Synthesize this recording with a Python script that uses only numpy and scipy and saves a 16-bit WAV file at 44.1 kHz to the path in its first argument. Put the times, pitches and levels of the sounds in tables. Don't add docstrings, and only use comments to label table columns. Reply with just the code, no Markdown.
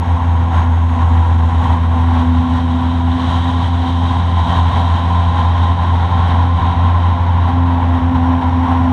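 import sys
import numpy as np
from scipy import signal
from scipy.fft import rfft, irfft, next_fast_len
from scipy.io import wavfile
from scipy.ndimage import uniform_filter1d, minimum_filter1d

SR = 44100
rng = np.random.default_rng(int(sys.argv[2]) if len(sys.argv) > 2 else 0)


def wav_out(sig):
    wavfile.write(sys.argv[1], SR, np.round(np.clip(np.atleast_2d(sig).T, -1, 1) * 32767).astype(np.int16))


N = 393372
TIME = np.arange(N) / SR


def from_db(db):
    return 10 ** (np.asarray(db) / 20)


def rms_one(x):
    return x / np.sqrt(np.mean(x ** 2) + 1e-20)


def in_time(rows):
    s, *columns = np.transpose(rows)
    return [np.interp(TIME, s, column) for column in columns]


def bell(dt, width_s):
    return np.exp(-np.log(2) * np.minimum((2 * dt / width_s) ** 2, 50))


def drift(rate):
    step = 40
    settling = 2000
    r = np.exp(-2 * step * np.pi * rate / SR)
    noise = rng.standard_normal(N // step + 2 + settling)
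    slow = signal.lfilter([1], [1, -2 * r, r * r], noise)[settling:]
    return np.interp(np.arange(N) / step, np.arange(len(slow)), rms_one(slow))


def coloured(x, spectrum):
    size = next_fast_len(N)
    hz, db = np.transpose(spectrum)
    bins = np.maximum(np.fft.rfftfreq(size, 1 / SR), 1)
    gain = from_db(np.interp(np.log(bins), np.log(hz), db))
    return rms_one(irfft(rfft(x, size) * gain, size)[:N])


def resonate(x, hz, width_hz):
    r = np.exp(-np.pi * width_hz / SR)
    feed = np.array([1, 0, -1]) * (1 - r * r) / 2
    return signal.lfilter(feed, [1, -2 * r * np.cos(2 * np.pi * hz / SR), r * r], x)


def grains(per_s, spread_db):
    sizes = from_db(spread_db * np.minimum(rng.exponential(1, N), 4))
    struck = rng.random(N) < per_s / SR
    return rms_one(struck * sizes * rng.choice([-1, 1], N))


def sag(slip_hz, lean):
    # centre in seconds, depth from 0 to 1, width in seconds.
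    placed_sags = [(0.058, .7, 0.071), (0.204, 0.3, 0.091), (0.495, 0.36, 0.12), (0.975, .6, 0.084),
                   (1.505, 0.56, 0.071), (1.663, .45, .11), (2.464, .74, .12), (2.821, 0.5, .05),
                   (3.196, 0.7, .14), (4.47, 0.9, 0.075), (4.729, .9, 0.068), (5.784, .67, 0.15),
                   (6.606, 1, .043), (7.195, 0.76, .035), (8.005, 1, 0.059), (8.134, 0.7, 0.076),
                   (8.422, 0.96, 0.041)]
    dips_per_s, dip_depth, dip_width_s = 4, 0.38, 0.042
    dips = []
    for slot, (when, deep, long) in enumerate(rng.random((60, 3))):
        dips.append(((slot + when) / dips_per_s, dip_depth * (.5 + deep), dip_width_s * (.5 + long)))
    gain = np.ones(N, complex)
    for s, depth, width in list(placed_sags) + dips:
        near = slice(max(int((s - 3 * width) * SR), 0), int((s + 3 * width) * SR))
        dt = TIME[near] - s
        fade = bell(dt, width * (1 - min(lean, .6) * np.sign(dt)))
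        gain[near] *= 1 - min(depth, 1) * fade * np.exp(-2j * np.pi * slip_hz * dt)
    return gain


def drone_gain():
    # full swell in seconds, release in seconds,
    # level in dB at full swell, ebb in dB per second (below zero it grows).
    swells = [(0.502, 1.97, -36, -3), (2.167, 4.15, -19.5, 4.7), (7.648, 9.0, -23.5, -5.5)]
    rest_db, rise_s, release_s = -32, 0.22, 0.11
    gain = from_db(rest_db)
    for full, release, db, ebb in swells:
        rise = 1 + (TIME - full) / rise_s
        fall = 1 - (TIME - release) / release_s
        gate = np.clip(np.minimum(rise, fall), 0, 1)
        gain = gain + gate * from_db(db - ebb * np.clip(TIME - full, 0, release - full))
    return gain


def engine(phase, load, bend, throb_rough, drone_rough, overtone_rough):
    # time in seconds, level in dB.
    throb_curve = [(0, -13), (1.2, -10), (2.6, -14.5), (3.7, -14.5), (4.8, -12), (6.9, -11.5), (8.9, -15)]
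    # multiple of the firing rate, level in dB when running straight at no load,
    # dB added by full load, dB added by full lean.
    weaker_tones = [(.5, -54.5, 7.5, 1.5), (1.5, -39, 4.5, 0.5), (2, -34, 0, 5.5), (4, -42, -3, -2.5),
                    (5, -51.5, 3.5, -1), (6, -41, 0.5, -5.5), (7, -53.5, 6, -5), (8, -46, 7, 4),
                    (9, -41.5, 3.5, -1), (11, -44.5, 3.5, -4), (12, -44, 9.5, 8)]
    firing_level, = in_time(throb_curve)
    throb = np.real(sag(slip_hz=4.6, lean=0.52) * np.exp(1j * phase)) * (1 + throb_rough * drift(5.9))
    drone = -np.cos(3 * phase + drone_rough * drift(8)) * (1 + drone_rough * drift(8))
    out = from_db(firing_level) * throb + drone_gain() * drone
    for multiple, db, load_db, bend_db in weaker_tones:
        wander = 1 + overtone_rough * (drift(3.8) + 1j * drift(6))
        turning = np.exp(1j * (multiple * phase + 2 * np.pi * rng.random()))
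        out += from_db(db + load_db * load + bend_db * bend) * np.real(wander * turning)
    return np.sqrt(2) * out


def ripples():
    # peak in seconds, surge in dB, length in seconds at half height.
    ripples_met = [(0.583, 7.5, 0.098), (1.024, 6.5, 0.025), (1.62, 4, 0.25), (2.17, 4.5, 0.15),
                   (3.34, 5, 0.23), (4.113, 5, 0.064), (4.58, 4, 0.14), (4.862, 3.5, 0.22),
                   (5.825, 5.5, 0.033), (6.217, 2.5, .18), (6.64, 2.8, 0.096), (6.937, 3, 0.12),
                   (7.485, 4, 0.023), (8.16, 5.5, 0.027), (8.424, 3.1, .04), (8.724, 5, 0.085)]
    chop_db, chop_per_s = 1.5, 7.5
    single = sum(db * bell(TIME - s, length) for s, db, length in ripples_met)
    return single + chop_db * drift(chop_per_s)


def gaps(flight_s, flight_db, settle_s):
    # return in seconds, dB added at the return (below zero softer).
    returns = [(0.883, 0.5), (0.99, 7), (1.378, 1.5), (1.421, 3.5), (1.473, -1.5), (4.181, -1), (4.753, 4),
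               (8.146, 2), (8.412, 0.5), (8.707, 2)]
    out = np.zeros(N)
    for s, db in returns:
        dt = TIME - s
        out += flight_db * ((dt > -flight_s) & (dt < 0))
        out += db * (dt >= 0) * np.exp(-np.abs(dt) / settle_s)
    return out


def buzz(phase, in_step, fade_s):
    # start in seconds, end in seconds, resonance in Hz,
    # width in Hz of each of two passes, level in dB relative to the rattle.
    loose_parts = [(-.5, 1.2, 6500, 500, -38), (.6, 1.85, 6830, 260, -42), (7.85, 9.4, 5560, 320, -45)]
    out = np.zeros(N)
    for start, end, hz, width, db in loose_parts:
        loose = np.clip(np.minimum(TIME - start, end - TIME) / fade_s, 0, 1)
        ticks = grains(4000, spread_db=-4.5) * (1 + in_step * np.cos(phase))
        ringing = rms_one(resonate(resonate(ticks, hz, width), hz, width))
        out += from_db(db) * loose * ringing
    return out


def rattle(phase, shake_db, contacts_per_s, in_step, flutter_db, ring_db, clatter_db, fizz_db):
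    # centre in Hz, width in Hz of each of two passes, relative dB.
    part_modes = [(489, 76, -18), (612.5, 54, -9), (690, 59, -5.5), (769.7, 56, 1), (819, 59, 0.5),
                  (878, 70, -1), (970.7, 119, 3), (1034.7, 59, 0.5), (1102, 69, -2), (1374, 135, -12),
                  (1580, 280, -16.5), (1888, 230, -18), (2214, 350, -27.5)]
    # frequency in Hz, relative dB per Hz.
    clatter_colour = [(300, 1.5), (700, 0), (1100, -4), (1230, -2), (1400, 0), (1800, -2.5), (2500, -9),
                      (3150, -8), (3900, -15), (4400, -25.5), (6500, -30), (9000, -38), (12000, -51.5),
                      (15000, -55.5)]
    fizz_colour = [(4000, -19.5), (8000, -3), (11000, 2.5), (12100, -9), (12900, 0), (13900, -6.5),
                   (15000, -14.5)]
    base_db = -24.5
    uneven_db = flutter_db * drift(44) + gaps(flight_s=0.0091, flight_db=-5.0, settle_s=0.0083)
    force = from_db(uneven_db) * (1 + in_step * np.cos(phase))
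    ring = np.zeros(N)
    for hz, width, db in part_modes:
        contacts = force * grains(contacts_per_s, spread_db=1.5)
        ring += from_db(db) * resonate(resonate(contacts, hz, width), hz, width)
    ringing = from_db(ring_db) * rms_one(ring) + buzz(phase, in_step=0.23, fade_s=0.28)
    clatter = coloured(force * grains(9000, spread_db=2.0), clatter_colour)
    fizz = coloured(force * grains(2500, spread_db=4.5), fizz_colour)
    out = from_db(shake_db) * ringing
    out += from_db(clatter_db + 0.61 * shake_db) * clatter
    out += from_db(fizz_db + 1.8 * shake_db) * fizz
    return from_db(base_db) * out


def water(phase, load, bend, surge_db, patchy_db, in_step):
    # frequency in Hz, relative dB per Hz.
    rumble_colour = [(20, -23.5), (45, -11.5), (70, 9), (100, 8), (135, 1), (185, -3), (240, 4),
                     (275, -2.5), (310, -13.5), (420, -17.5), (600, -24), (1200, -19), (2500, -62)]
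    spray_colour = [(600, -7), (1600, -5.5), (2550, -14), (3150, 5), (3500, -1), (3780, 4), (4000, -3),
                    (4350, -16), (5200, -20), (6500, -22.5), (9000, -33), (12000, -46.5), (15000, -63)]
    mist_colour = [(3000, -31.5), (5000, -2), (6400, 2), (8200, -1), (9300, -10), (10900, -8),
                   (11700, -17.5), (15000, -33.5)]
    # time in seconds, level in dB.
    mist_curve = [(0, -60.5), (2.5, -58), (4.6, -55), (7.5, -70), (8.9, -65)]
    rumble_base_db, rumble_load_db = -25.5, 1.6
    spray_base_db, spray_bend_db = -47, 13.5
    rumble_follows, spray_follows, mist_follows = .7, 0.76, .6
    mist_level, = in_time(mist_curve)
    rumble_db = rumble_base_db + rumble_load_db * load + rumble_follows * surge_db
    spray_db = spray_base_db + spray_bend_db * bend + spray_follows * surge_db
    mist_db = mist_level + mist_follows * surge_db
    rumble = from_db(rumble_db) * coloured(rng.standard_normal(N), rumble_colour)
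    spray = from_db(spray_db) * coloured(grains(14000, spread_db=2.0), spray_colour)
    mist = from_db(mist_db) * coloured(grains(12000, spread_db=3.5), mist_colour)
    shiver = 1 + in_step * np.cos(phase)
    return rumble + (spray + mist) * from_db(patchy_db * drift(2.1)) * shiver


def scene():
    # time in seconds, firings per second.
    speed_curve = [(0.1, 85.0), (0.5, 83.7), (2.2, 83.8), (2.9, 84.5), (3.3, 85.6), (5.2, 85.8),
                   (6.1, 86.4), (7.0, 87.1), (7.6, 86.7), (8.0, 85.7)]
    # time in seconds, share from 0 to 1.
    load_curve = [(0, 0.37), (1.3, 0.13), (3.9, 0), (4.55, 0.83), (5.3, 0.93), (6.5, 0.79), (8.9, 0.94)]
    # time in seconds, share from 0 to 1.
    bend_curve = [(0, 0.05), (1.4, 0.1), (3.1, 0.73), (4.6, 0.95), (5.4, .76), (7.0, 0.52), (7.9, 0.18),
                  (8.9, 0)]
    rattle_load_db, rattle_follows = 3.5, 0.83
    firings_per_s, = in_time(speed_curve)
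    load, = in_time(load_curve)
    bend, = in_time(bend_curve)
    surge_db = ripples()
    phase = 2 * np.pi * np.cumsum(firings_per_s * (1 + .002 * drift(7))) / SR
    tones = engine(phase, load, bend, throb_rough=0.027, drone_rough=0.21, overtone_rough=0.22)
    shake_db = rattle_load_db * load + rattle_follows * surge_db
    shaken = rattle(phase, shake_db, contacts_per_s=3500, in_step=0.12, flutter_db=0.3,
                    ring_db=-1.65, clatter_db=-10.0, fizz_db=-55.5)
    wet = water(phase, load, bend, surge_db, patchy_db=0.65, in_step=0.033)
    return (tones + shaken + wet)[None]


def limiter(x, top):
    size = SR // 250
    gain = minimum_filter1d(np.minimum(1, top / (np.abs(x) + 1e-9)), 2 * size)
    return x * uniform_filter1d(uniform_filter1d(gain, size), size)


def record(dry):
    # centre in Hz, width in Hz, boost in dB (below zero a dip).
    case_modes = [(4420, 140, 3.5), (5170, 450, -3), (5630, 400, 4), (5940, 180, -1.5), (7330, 570, -9.5),
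                  (8230, 800, 2.5), (9400, 900, -3.5), (10750, 700, 3.5)]
    cutoff_hz = 15400
    for hz, width, db in case_modes:
        dry = dry + (from_db(db) - 1) * resonate(dry, hz, width)
    held = limiter(dry, top=.75)
    return signal.sosfilt(signal.cheby2(14, 60, cutoff_hz, fs=SR, output="sos"), held)


dry = scene()
out = record(dry)
wav_out(out)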